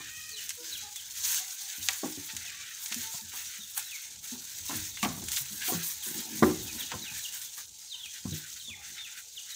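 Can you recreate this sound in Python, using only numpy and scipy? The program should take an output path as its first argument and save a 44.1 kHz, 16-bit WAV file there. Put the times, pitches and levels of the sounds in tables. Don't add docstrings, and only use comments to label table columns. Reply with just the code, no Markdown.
import sys
import numpy as np
from scipy import signal
from scipy.fft import rfft, irfft
from scipy.io import wavfile
from scipy.ndimage import uniform_filter1d, map_coordinates

SR = 44100
rng = np.random.default_rng(int(sys.argv[2]) if len(sys.argv) > 2 else 0)


def bounce(signal):
    frames = np.transpose(np.atleast_2d(signal))
    limited = np.clip(frames, -1, 1)
    pcm = np.round(limited * 32767).astype(np.int16)
    wavfile.write(sys.argv[1], SR, pcm)


N = 421155
TIME = np.arange(N) / SR
TAIL = TIME[:SR * 3 // 4]

# start_s, peak_db, brightness_db
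STALK_BREAKS = [(0.292, -29.5, 20), (0.4931, -16.5, 7), (0.505, -22.5, -9), (0.9597, -21.5, 0),
                (1.186, -26, 2), (1.2548, -16, 3), (1.261, -20, 2), (1.291, -22, 8), (1.345, -21, -3),
                (1.8868, -4.5, -9), (1.8895, -18, -30), (1.9328, -20.5, 4), (2.3665, -18.5, 1),
                (2.86, -24.5, -4), (2.9223, -19, -14), (2.944, -17, 4), (2.984, -25.5, 12),
                (3.778, -8.5, 25), (3.795, -21, 11), (4.8553, -26, 12), (4.973, -29, -25),
                (5.029, -16, -20), (5.049, -18.5, -24), (5.2397, -27, 7), (5.2853, -15, 3),
                (5.3183, -14, 3), (5.371, -16, -13), (5.4584, -28, -2), (5.721, -17, 10), (5.8694, -23, 10),
                (6.086, -23, 13), (6.18, -22, 11.5), (6.392, -25, 5), (6.9173, -25.5, -23),
                (7.3241, -29, 8), (7.415, -27.5, 8.5), (7.58, -30, 2), (8.058, -29, 0.5)]


def from_db(db):
    return 10 ** (np.asarray(db) / 20)


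def rms_one(x):
    return x / np.sqrt(np.mean(x ** 2) + 1e-20)


def peak_one(x):
    return x / (np.abs(x).max() + 1e-20)


def attack_rms_one(x):
    return x / np.sqrt(np.mean(x[:SR // 25] ** 2) + 1e-20)


def automation(rows):
    times, *columns = np.transpose(rows)
    return [np.interp(TIME, times, column) for column in columns]


def add(track, start_s, sound):
    at = int(np.clip(round(start_s * SR), 0, N - 1))
    track[at:at + len(sound)] += sound[:N - at]


def decay(t60):
    return np.exp(-np.log(1000) * TAIL / max(t60, 1e-3))


def through(x, response):
    return signal.fftconvolve(x, response)[:len(x)]


def drift(rate):
    return rms_one(np.interp(TIME * rate, np.arange(N // 40), rng.standard_normal(N // 40)))


def colour(x, spectrum, size=4096):
    hz, db = np.transpose(spectrum)
    bins_hz = np.arange(size // 2 + 1) * SR / size
    gain = from_db(np.interp(np.log(bins_hz + 1), np.log(hz), db))
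    cepstrum = irfft(np.log(gain))[:size // 2]
    cepstrum[1:] *= 2
    return through(x, irfft(np.exp(rfft(cepstrum, size))))


def shifting(x, depth_db, rate, width_hz):
    hz, times, cells = signal.stft(x, SR, nperseg=512)
    where = np.meshgrid(hz / width_hz, times * rate, indexing="ij")
    patches = map_coordinates(rng.standard_normal((256, 1024)), where, order=2, mode="wrap")
    return rms_one(signal.istft(cells * from_db(depth_db * patches), SR)[1][:N])


def grains(per_s, spread_db, clump_db, clump_rate):
    sizes = from_db(spread_db * np.minimum(rng.exponential(1, N), 4.5)) * rng.choice([-1, 1], N)
    return sizes * (rng.random(N) < per_s / SR) * from_db(clump_db * drift(clump_rate))


def crackle(t60, tail_db, **grain_settings):
    clicks = grains(**grain_settings)
    power = np.maximum(through(clicks ** 2, decay(t60) ** 2), 0)
    tails = rms_one(np.sqrt(power) * rng.standard_normal(N))
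    return rms_one(rms_one(clicks) + from_db(tail_db) * tails)


def strokes(starts, lengths, levels_db, attack_s, release_s):
    power = np.zeros(N)
    attack = np.minimum(TAIL / attack_s, 1)
    for start_s, length_s, level_db in zip(starts, lengths, levels_db):
        release = np.exp(-np.maximum(TAIL - length_s, 0) / release_s)
        add(power, start_s, (from_db(level_db) * attack * release) ** 2)
    return power


def reverb(x, t60, wet_db):
    tail = rng.standard_normal(len(TAIL)) * decay(t60) * (1 - decay(0.022))
    return x + from_db(wet_db) * through(x, tail / np.linalg.norm(tail))


def rooster():
    # time_s, pitch_hz, level_db
    contour = [(0, 588, -54), (0.08, 626, -60), (0.19, 630, -52.5), (0.32, 615, -61), (0.4, 595, -67),
               (0.5, 590, -120)]
    # harmonic_number, gain_db
    partials = [(2, -11), (3, 2), (4, 4), (5, -2)]
    pitch_hz, level_db = automation(contour)
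    phase = 2 * np.pi * np.cumsum(pitch_hz * (1 + 0.015 * drift(150))) / SR
    voice = sum(from_db(gain_db) * np.sin(k * phase) for k, gain_db in partials)
    return reverb(from_db(level_db) * voice, t60=0.81, wet_db=-1)


def feeding():
    # time_s, level_db
    rustle = [(0, -44), (0.55, -42), (0.85, -43.5), (1.05, -41.5), (1.5, -41), (2.1, -39), (2.65, -45),
              (3.05, -39.5), (3.27, -44.5), (3.42, -42.5), (3.7, -42), (3.85, -40.5), (4.02, -42),
              (4.2, -45.5), (4.42, -43.5), (4.85, -39), (5.25, -41.5), (5.8, -38), (6.0, -41), (6.65, -39),
              (7.0, -40.5), (7.45, -41), (7.7, -46.5), (7.85, -46), (8.5, -43.5), (8.75, -47.5), (9.1, -45),
              (9.3, -47), (9.5, -44)]
    # start_s, length_s, crumple_db, rasp_offset_db
    tugs = [(0.193, 0.019, -44, -13), (0.615, 0.22, -42, -3.5), (0.957, .04, -49, -8),
            (1.142, 0.066, -38, -4), (1.223, 0.041, -31, -0.5), (1.25, 0.13, -30, 0),
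            (1.583, 0.053, -41, -10), (1.801, 0.17, -39, -1), (2.79, 0.091, -44.5, 5),
            (2.997, 0.028, -41, 3), (3.102, 0.075, -41, -1.5), (3.32, 0.074, -44, 2.5),
            (3.755, 0.017, -39, 8), (4.223, 0.13, -41, -4), (4.474, 0.088, -45.5, 1),
            (4.64, 0.16, -39.5, -5), (4.845, 0.035, -41.5, 0), (5.01, 0.035, -33, -3),
            (5.309, 0.056, -31, 0), (5.364, 0.02, -34, 5), (5.527, 0.021, -46.5, 5), (5.626, 0.12, -35, 3),
            (5.817, 0.089, -36.5, 4), (6.015, 0.091, -39.5, 3), (6.136, 0.069, -40, 3),
            (6.406, 0.076, -42, 3.5), (7.123, 0.094, -39, -7), (7.316, 0.033, -37.5, 0.5),
            (7.4, 0.024, -41.5, 2), (7.557, 0.032, -40, 0), (8.12, 0.032, -43.5, -10),
            (8.327, 0.059, -42.5, 0.5), (8.82, 0.15, -44.5, -10), (9.156, 0.034, -43, -5)]
    # start_s, length_s, crunch_db
    bites = [(0, 0.098, -47.5), (0.377, 0.092, -50), (0.69, 0.3, -60), (1.903, 0.045, -54),
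             (2.278, 0.022, -44), (2.398, 0.24, -48), (2.645, 0.076, -47.5), (2.746, 0.23, -51.5),
             (3.311, 0.11, -48), (3.484, 0.12, -51.5), (3.762, 0.015, -38.5), (3.907, 0.25, -57.5),
             (4.688, 0.097, -47.5), (5.604, 0.038, -51), (5.71, 0.11, -47), (6.18, 0.055, -48),
             (6.887, 0.041, -45), (7.03, 0.099, -52.5), (7.571, 0.02, -53), (8.14, 0.029, -49.5),
             (8.314, 0.089, -50), (8.426, 0.052, -51.5), (8.554, 0.024, -53.5), (8.803, 0.1, -52.5),
             (8.942, 0.067, -47), (9.052, 0.11, -52), (9.158, 0.043, -48), (9.485, 0.047, -51)]
    rustle_db = automation(rustle)[0] + drift(14)
    busier_db = rustle_db + 42
    starts, lengths, tug_db, rasp_offset_db = np.transpose(tugs)
    tug_power = strokes(starts, lengths, tug_db, attack_s=0.023, release_s=0.031)
    rasp_power = strokes(starts, lengths, tug_db + rasp_offset_db, attack_s=0.023, release_s=0.031)
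    bite_power = strokes(*np.transpose(bites), attack_s=0.018, release_s=0.022)
    grip_power = from_db(-12.5) ** 2 * tug_power
    crumpling = from_db(rustle_db) ** 2 + tug_power
    sliding = from_db(-48 + 1.8 * busier_db) ** 2 + rasp_power
    crunching = from_db(-56.5 + 2.25 * busier_db) ** 2 + bite_power + grip_power
    return np.sqrt([crumpling, sliding, crunching])


def grass(crumpling, sliding, crunching):
    # freq_hz, gain_db
    crumple_eq = [(500, -31), (1400, -43), (2400, -17.5), (3100, -11), (3800, -6), (5000, -8), (6400, 0.5),
                  (7300, -3.5), (8500, -7), (10500, -15.5), (15500, -22.5)]
    slide_eq = [(400, -48), (1000, -9), (2500, -35), (5000, -40), (8000, 1.5), (10000, -1), (12500, -2),
                (15000, 5), (16000, -6)]
    crunch_eq = [(500, -26.5), (1000, -45), (1300, -7.5), (1550, 0), (2000, -0.5), (2700, -2.5), (3700, -2),
                 (5000, -9), (9000, -31)]
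    fibres = crackle(t60=0.045, tail_db=3.5, per_s=2000, spread_db=2.4, clump_db=1.5, clump_rate=110)
    edges = crackle(t60=0.06, tail_db=1, per_s=4800, spread_db=0.5, clump_db=2.5, clump_rate=98)
    stalks = crackle(t60=0.14, tail_db=3, per_s=1300, spread_db=-2.5, clump_db=2, clump_rate=50)
    crumple = shifting(colour(fibres, crumple_eq), depth_db=1.5, rate=23, width_hz=293)
    slide = shifting(colour(edges + 0.38 * fibres, slide_eq), depth_db=1.5, rate=16, width_hz=450)
    crunch = shifting(colour(stalks, crunch_eq), depth_db=3, rate=16, width_hz=167)
    dip = np.zeros(N)
    for start_s, _, _ in STALK_BREAKS:
        add(dip, start_s, decay(0.094))
    gain_db = np.interp(dip, [0, 1], [-2, -5])
    return from_db(gain_db) * (crumpling * crumple + sliding * slide) + crunching * crunch


def shuffling_and_chewing(crunching):
    # time_s, level_db
    footwork = [(0, -58.5), (0.45, -67), (0.6, -73), (0.8, -61.5), (1.25, -62.5), (1.55, -78.5), (2.3, -71),
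                (2.7, -66), (3.1, -72.5), (4.0, -69.5), (4.25, -63.5), (4.6, -61.5), (4.95, -58),
                (5.25, -50), (5.5, -58), (5.65, -60.5), (6.3, -67.5), (6.55, -47.5), (6.8, -57), (7.3, -65),
                (7.6, -70.5), (8.1, -64), (8.5, -67), (8.8, -64), (9.2, -74.5)]
    cud = [(0, -86), (1.15, -74), (1.35, -64), (1.55, -72.5), (2.3, -68), (2.7, -84), (3.0, -76),
           (3.5, -89), (3.95, -75), (4.9, -68.5), (5.38, -66), (5.52, -72), (5.85, -77), (6.25, -56.5),
           (6.8, -61.5), (7.3, -64.5), (7.75, -73), (8.6, -78), (8.9, -66.5), (9.3, -75.5)]
    # freq_hz, gain_db
    floor_eq = [(20, -47), (45, 3.5), (85, 10.5), (130, 2.5), (220, -2.5), (350, -8.5), (500, -12),
                (1000, -26.5)]
    cheek_eq = [(150, -20.5), (300, -22), (450, -4), (620, -11), (880, 7), (1050, -11), (1400, -20),
                (3000, -18.5)]
    feet = crackle(t60=0.179, tail_db=3, per_s=570, spread_db=2, clump_db=3.8, clump_rate=17)
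    jaws = crackle(t60=0.1, tail_db=5, per_s=700, spread_db=3, clump_db=2.2, clump_rate=20)
    shuffle = from_db(automation(footwork)[0]) * rms_one(colour(feet, floor_eq))
    munch = shifting(colour(jaws, cheek_eq), depth_db=5, rate=14, width_hz=100)
    grinding = from_db(automation(cud)[0] + 0.5)
    return shuffle + np.hypot(from_db(-30) * crunching, grinding) * munch


def board_modes():
    # pitch_hz, level_db, t60_s
    modes = [(88, -3, 0.11), (101, -6, .18), (138.5, -5, 0.14), (163, -7, 0.24), (220, 2, 0.11),
             (243, -6.5, .17), (266, -7.5, 0.13), (310, -3.5, 0.24), (364, -2, 0.2), (412, -8, 0.1),
             (467, -12, .12), (509, -14, 0.15), (570, -13, 0.22), (725, -6, 0.11), (818, -9, 0.22)]
    return np.array([from_db(db) * decay(t60) * np.cos(2 * np.pi * hz * TAIL) for hz, db, t60 in modes])


def wood_hit(rattle, pitch_hz, t60, swell_s, share):
    swell = 1 - np.exp(-TAIL / swell_s)
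    ring = attack_rms_one(np.sin(2 * np.pi * pitch_hz * TAIL) * decay(t60) * swell)
    return attack_rms_one(np.sqrt(share) * ring + np.sqrt(1 - share) * attack_rms_one(rattle))


def knocks():
    # start_s, thud_db,
    # note_hz, note_share (0-1), clack_db, clack_hz, hardness_hz, rattle_s
    blows = [(0.003, -56.5, 216, 0, -57.5, 1050, 1430, 0.0033), (1.781, -57, 192, 0, -85, 820, 690, 0.017),
             (1.79, -54.5, 91, 0.74, -85, 700, 500, 0.02), (1.885, -69, 402, 0, -44.5, 773, 2780, 0.034),
             (2.032, -38.5, 455, 0, -40.5, 643, 720, 0.007), (2.041, -36, 267, 0.3, -51.5, 850, 700, 0.026),
             (2.174, -45, 282, 0.58, -65, 687, 800, 0.012), (2.178, -56, 97.5, 0.5, -85, 700, 500, 0.013),
             (2.333, -55.5, 207, 0.15, -63, 860, 800, 0.015), (2.344, -53, 85, 0.3, -82, 700, 500, 0.024),
             (2.913, -55, 227, 0.3, -59, 1000, 1200, 0.013),
             (2.961, -44.5, 236, 0.85, -72, 920, 700, 0.033), (2.986, -55, 92, 0.7, -85, 700, 500, 0.016),
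             (3.138, -85, 600, .3, -53, 705, 412, 0.01), (3.217, -58.5, 218, 0.96, -82, 890, 700, 0.031),
             (3.235, -57.5, 91, 0.7, -88, 700, 500, 0.015),
             (3.33, -66.5, 435, 0.6, -53.5, 986, 1330, 0.048),
             (3.586, -59, 205, 0.66, -88, 700, 700, 0.031), (3.774, -84, 600, 0.4, -50.5, 790, 1300, 0.008),
             (4.32, -43.5, 246, 0.85, -60, 880, 800, 0.044),
             (4.694, -46.5, 282, 0.64, -42, 1005, 1010, 0.024),
             (4.727, -42, 244, 0.17, -74, 900, 900, 0.05), (4.754, -46.5, 92, 0.5, -90, 910, 700, 0.027),
             (5.029, -34.5, 211, 0.86, -33, 1152, 1600, 0.017),
             (5.051, -35, 336, 0.05, -41, 815, 1500, 0.019), (5.079, -44, 130, 0.4, -57, 636, 800, 0.011),
             (5.099, -42, 245, 0.3, -49, 1070, 1000, 0.043), (5.17, -44.5, 195, 0.3, -55, 950, 800, 0.019),
             (5.222, -53, 117, 0.25, -56.5, 830, 800, 0.0096), (5.406, -52.5, 137, 1, -80, 900, 600, 0.023),
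             (5.507, -51, 206.5, 0.73, -82, 900, 600, 0.096),
             (5.681, -45.5, 385, 0, -40.5, 728, 850, 0.028),
             (5.721, -36.5, 337, 0.27, -45.5, 1120, 1800, 0.023),
             (5.74, -36, 169.5, 0.7, -70, 820, 800, 0.036),
             (6.4231, -22, 218, 0.04, -30.5, 730, 750, 0.003),
             (6.4266, -33.5, 440, 0, -28, 1186, 1500, 0.0035),
             (6.433, -20.5, 371, 0.45, -41, 1345, 1080, 0.028),
             (6.457, -31.5, 266, 0.2, -43, 570, 693, 0.003), (6.473, -28.5, 308, 0.5, -47, 818, 875, 0.031),
             (6.44, -40.5, 91, 0.2, -61.5, 570, 500, 0.015),
             (6.915, -52.5, 368, 0.12, -42.5, 923, 1810, 0.012),
             (6.935, -45, 193, 0.3, -45.5, 504, 890, 0.018), (6.946, -47, 99, 0.3, -75, 700, 500, 0.015),
             (7.114, -54, 128, 0.15, -63, 860, 790, 0.01), (7.576, -77, 300, 0.05, -57, 1150, 1700, 0.015),
             (8.253, -36.5, 188, 0.3, -55, 1035, 1640, 0.014),
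             (8.268, -41, 94.5, 0.6, -82, 710, 510, 0.017),
             (8.317, -36.5, 154.6, 0.68, -77, 820, 690, 0.02),
             (8.329, -49.5, 334, 0.63, -72, 825, 700, 0.012),
             (8.68, -57.5, 224, 0.3, -66.5, 568, 786, 0.022), (8.7, -55, 95, 0.7, -85, 700, 500, 0.02),
             (8.898, -63.5, 250, 0.2, -78, 900, 695, 0.02)]
    # freq_hz, gain_db
    clack_eq = [(150, -8), (400, -26.5), (700, 3), (1150, 4.5), (1550, 1.5), (2000, -0.5), (2600, -8),
                (6000, 6), (12000, -21)]
    out = np.zeros(N)
    modes = board_modes()
    for start_s, thud_db, note_hz, note_share, clack_db, clack_hz, hardness_hz, rattle_s in blows:
        bounces = rng.standard_normal(len(TAIL)) * (rng.random(len(TAIL)) < 1200 / SR)
        force = 0.66 * bounces * np.exp(-TAIL / rattle_s)
        force[0] += 1
        force = signal.sosfilt(signal.butter(2, hardness_hz, fs=SR, output="sos"), force)
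        swell_s = 0.23 * rattle_s
        mode_gains = from_db(1.2 * rng.standard_normal(len(modes)))
        band = signal.butter(2, [note_hz / 1.97, note_hz * 1.51], "band", fs=SR, output="sos")
        floor = signal.sosfilt(band, through(force, mode_gains @ modes))
        thud = wood_hit(floor, note_hz, t60=38 / note_hz, swell_s=swell_s, share=note_share)
        upper = rng.standard_normal(len(TAIL)) * (decay(0.041) + 0.06 * decay(0.22)) * (1 - decay(0.04))
        clatter = colour(through(force, upper), clack_eq)
        clack = wood_hit(clatter, clack_hz, t60=0.075, swell_s=swell_s, share=0.31)
        add(out, start_s, from_db(thud_db) * thud + from_db(clack_db) * clack)
    return out


def chicks():
    # start_s, start_hz, shoulder_s, break_hz, tail_s, end_hz, shoulder_db, tail_db
    peeps = [(0.332, 4250, 0.032, 3820, 0.028, 2760, -39.5, -39),
             (0.734, 3900, 0.023, 3230, 0.021, 2380, -35, -38),
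             (0.965, 3620, 0.034, 3170, .008, 2700, -40, -62),
             (2.452, 3730, 0.01, 3400, 0.036, 2270, -43, -37),
             (3.589, 4000, 0.051, 3450, .02, 2800, -45, -57),
             (3.874, 3800, 0.039, 3290, 0.047, 2135, -43, -38.5),
             (4.915, 3800, 0.07, 3350, 0.069, 2410, -49, -40),
             (6.016, 3900, 0.013, 3500, .012, 2930, -43.5, -39),
             (6.605, 3800, 0.07, 3180, 0.038, 2310, -46, -38),
             (6.789, 3900, 0.017, 3740, .028, 2870, -39, -37),
             (7.029, 3900, 0.03, 3510, 0.035, 2380, -41, -37.5),
             (7.227, 3975, 0.018, 3560, 0.016, 2690, -42, -33),
             (7.38, 3780, 0.097, 3500, .02, 3070, -51.5, -53),
             (7.914, 3950, 0.014, 3670, 0.021, 2895, -37.5, -33),
             (7.995, 3620, 0.048, 3200, 0.025, 2350, -39, -42),
             (8.316, 4020, 0.013, 3650, 0.0075, 2830, -38, -35),
             (8.599, 3990, 0.006, 3660, .012, 2950, -44, -44),
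             (8.656, 3630, .04, 3400, 0.039, 2140, -39, -36),
             (8.947, 4020, 0.016, 3740, 0.019, 2670, -46, -39),
             (8.978, 3760, 0.066, 3400, 0.04, 2200, -42.5, -44.5),
             (9.36, 3910, 0.016, 3550, 0.018, 2545, -45, -42.5),
             (9.508, 4000, 0.035, 3760, .02, 3000, -42, -42)]
    top_hz, lead_s, break_s, glide_s = 5300, 0.16, 0.0074, 0.006
    out = np.zeros(N)
    quaver = 1 + 0.015 * drift(330)
    flutter = rms_one(from_db(4.5 * drift(110)))
    for start_s, start_hz, shoulder_s, break_hz, tail_s, end_hz, shoulder_db, tail_db in peeps:
        stages_s = [0, lead_s * 0.25, lead_s * 0.65, lead_s * 0.1, shoulder_s, break_s, tail_s, 0.005]
        corners = start_s - lead_s + np.cumsum(stages_s)
        now = (TIME >= corners[0]) & (TIME < corners[-1])
        lead_hz = [top_hz, top_hz * 0.97, start_hz * 1.09]
        fall_hz = [break_hz + 0.6 * (end_hz - break_hz), end_hz, end_hz * 0.85]
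        pitch_hz = np.interp(TIME[now], corners, [*lead_hz, start_hz, break_hz, *fall_hz])
        pitch_hz = uniform_filter1d(pitch_hz, size=int(glide_s * SR))
        levels_db = [shoulder_db - 15.5, shoulder_db - 13.5, shoulder_db + 1.5, shoulder_db,
                     tail_db, tail_db - 4]
        swell = np.interp(TIME[now], corners, [0, *from_db(levels_db), 0])
        phase = 2 * np.pi * np.cumsum(pitch_hz * quaver[now]) / SR
        out[now] += swell * flutter[now] * np.sin(phase)
    return out


def yard_echoes(x):
    slaps = [(0.031, -15), (0.072, -13), (0.115, -17)]   # delay_s, gain_db
    return x + sum(from_db(db) * np.interp(TIME - delay_s, TIME, x, left=0) for delay_s, db in slaps)


def snaps():
    # freq_hz, gain_db
    crack_eq = [(300, -42.5), (900, -23), (2000, -5), (4000, -3), (5000, -4.5), (6500, 3), (9000, -3),
                (12000, -12), (15500, -8.5)]
    out = np.zeros(N)
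    for start_s, peak_db, brightness_db in STALK_BREAKS:
        thin = np.clip(-peak_db / 25, 0, 1)
        envelope = 0.3 * decay(0.004) + 0.06 * decay(0.05) + 0.25 * thin * decay(0.065)
        crack = rng.standard_normal(len(TAIL)) * envelope
        crack[0] = 2.3 - thin
        crack = colour(colour(crack, crack_eq), [(2500, 0.01), (11000, brightness_db)], size=256)
        add(out, start_s, from_db(peak_db) * peak_one(crack))
    return out


def hens():
    # start_s, length_s, pitch_hz, throat_hz, level_db, hoarseness (about 0-1)
    murmurs = [(0.31, 0.071, 428, 450, -60.5, 0.5), (0.57, 0.068, 486, 564, -51.5, 0.3),
               (0.6, 0.061, 331, 326, -51, 0.2), (0.821, 0.069, 409, 840, -47, 0.77),
               (1.385, 0.055, 380, 780, -51.5, 0.5), (1.6, 0.076, 395, 790, -58, 0.66),
               (2.285, 0.056, 447, 900, -56, 0.65), (2.44, 0.027, 367, 730, -59, 0.7),
               (2.5, .14, 386, 1160, -61, 0.5), (2.82, .1, 441, 890, -63, 0.1),
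               (3.02, 0.096, 445, 890, -51.5, 0.3), (3.18, 0.03, 446, 900, -52, 0.26),
               (7.94, 0.034, 486, 950, -59.5, 0.75), (8.76, 0.073, 404.4, 830, -56, 1.04)]
    throat_q, harmonics = 4, np.arange(1, 6)
    jitter, rasp_db = 0.03 * drift(220), 5 * drift(260)
    out = np.zeros(N)
    for start_s, length_s, pitch_hz, throat_hz, level_db, hoarseness in murmurs:
        now = (TIME >= start_s) & (TIME < start_s + length_s)
        swell = np.abs(np.sin(np.pi * (TIME[now] - start_s) / length_s)) ** 0.5
        ratio = harmonics * pitch_hz / throat_hz
        formant = 1 / np.hypot(1, throat_q * (ratio - 1 / ratio))
        phase = 2 * np.pi * np.cumsum(pitch_hz * (1 + hoarseness * jitter[now])) / SR
        voice = peak_one(formant) @ np.sin(np.outer(harmonics, phase))
        out[now] += from_db(level_db + hoarseness * rasp_db[now]) * swell * voice
    return out


def scuffs():
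    # start_s, length_s, level_db
    drags = [(5.158, 0.084, -49), (6.059, 0.052, -39.5), (6.143, 0.05, -44), (6.245, 0.067, -51),
             (6.308, 0.11, -44), (6.58, 0.093, -50.5), (6.711, 0.068, -50), (6.8, 0.054, -56),
             (7, 0.032, -49)]
    # freq_hz, gain_db
    rumble_eq = [(60, -23.5), (150, 1.5), (300, 6), (450, -6), (800, -21.5), (1600, -36)]
    slips = grains(per_s=800, spread_db=4, clump_db=2.5, clump_rate=31)
    rumble = rms_one(colour(through(slips, board_modes().sum(axis=0)), rumble_eq))
    return np.sqrt(strokes(*np.transpose(drags), attack_s=0.017, release_s=0.014)) * rumble


def scene():
    crumpling, sliding, crunching = feeding()
    pen = reverb(snaps() + knocks() + scuffs(), t60=0.39, wet_db=-15)
    goats = grass(crumpling, sliding, crunching) + shuffling_and_chewing(crunching)
    peeping = from_db(-3.2) * reverb(yard_echoes(chicks()), t60=0.5, wet_db=-4.5)
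    murmuring = from_db(-1.5) * reverb(hens(), t60=0.3, wet_db=-2)
    mono = goats + pen + peeping + murmuring + rooster()
    return np.array([mono, mono])


def record(dry):
    low_cut = signal.butter(2, 52, "high", fs=SR, output="sos")
    high_cut = signal.ellip(12, 0.1, 80, 15650, fs=SR, output="sos")
    return signal.sosfilt(high_cut, signal.sosfilt(low_cut, dry))


dry = scene()
out = record(dry)
bounce(out)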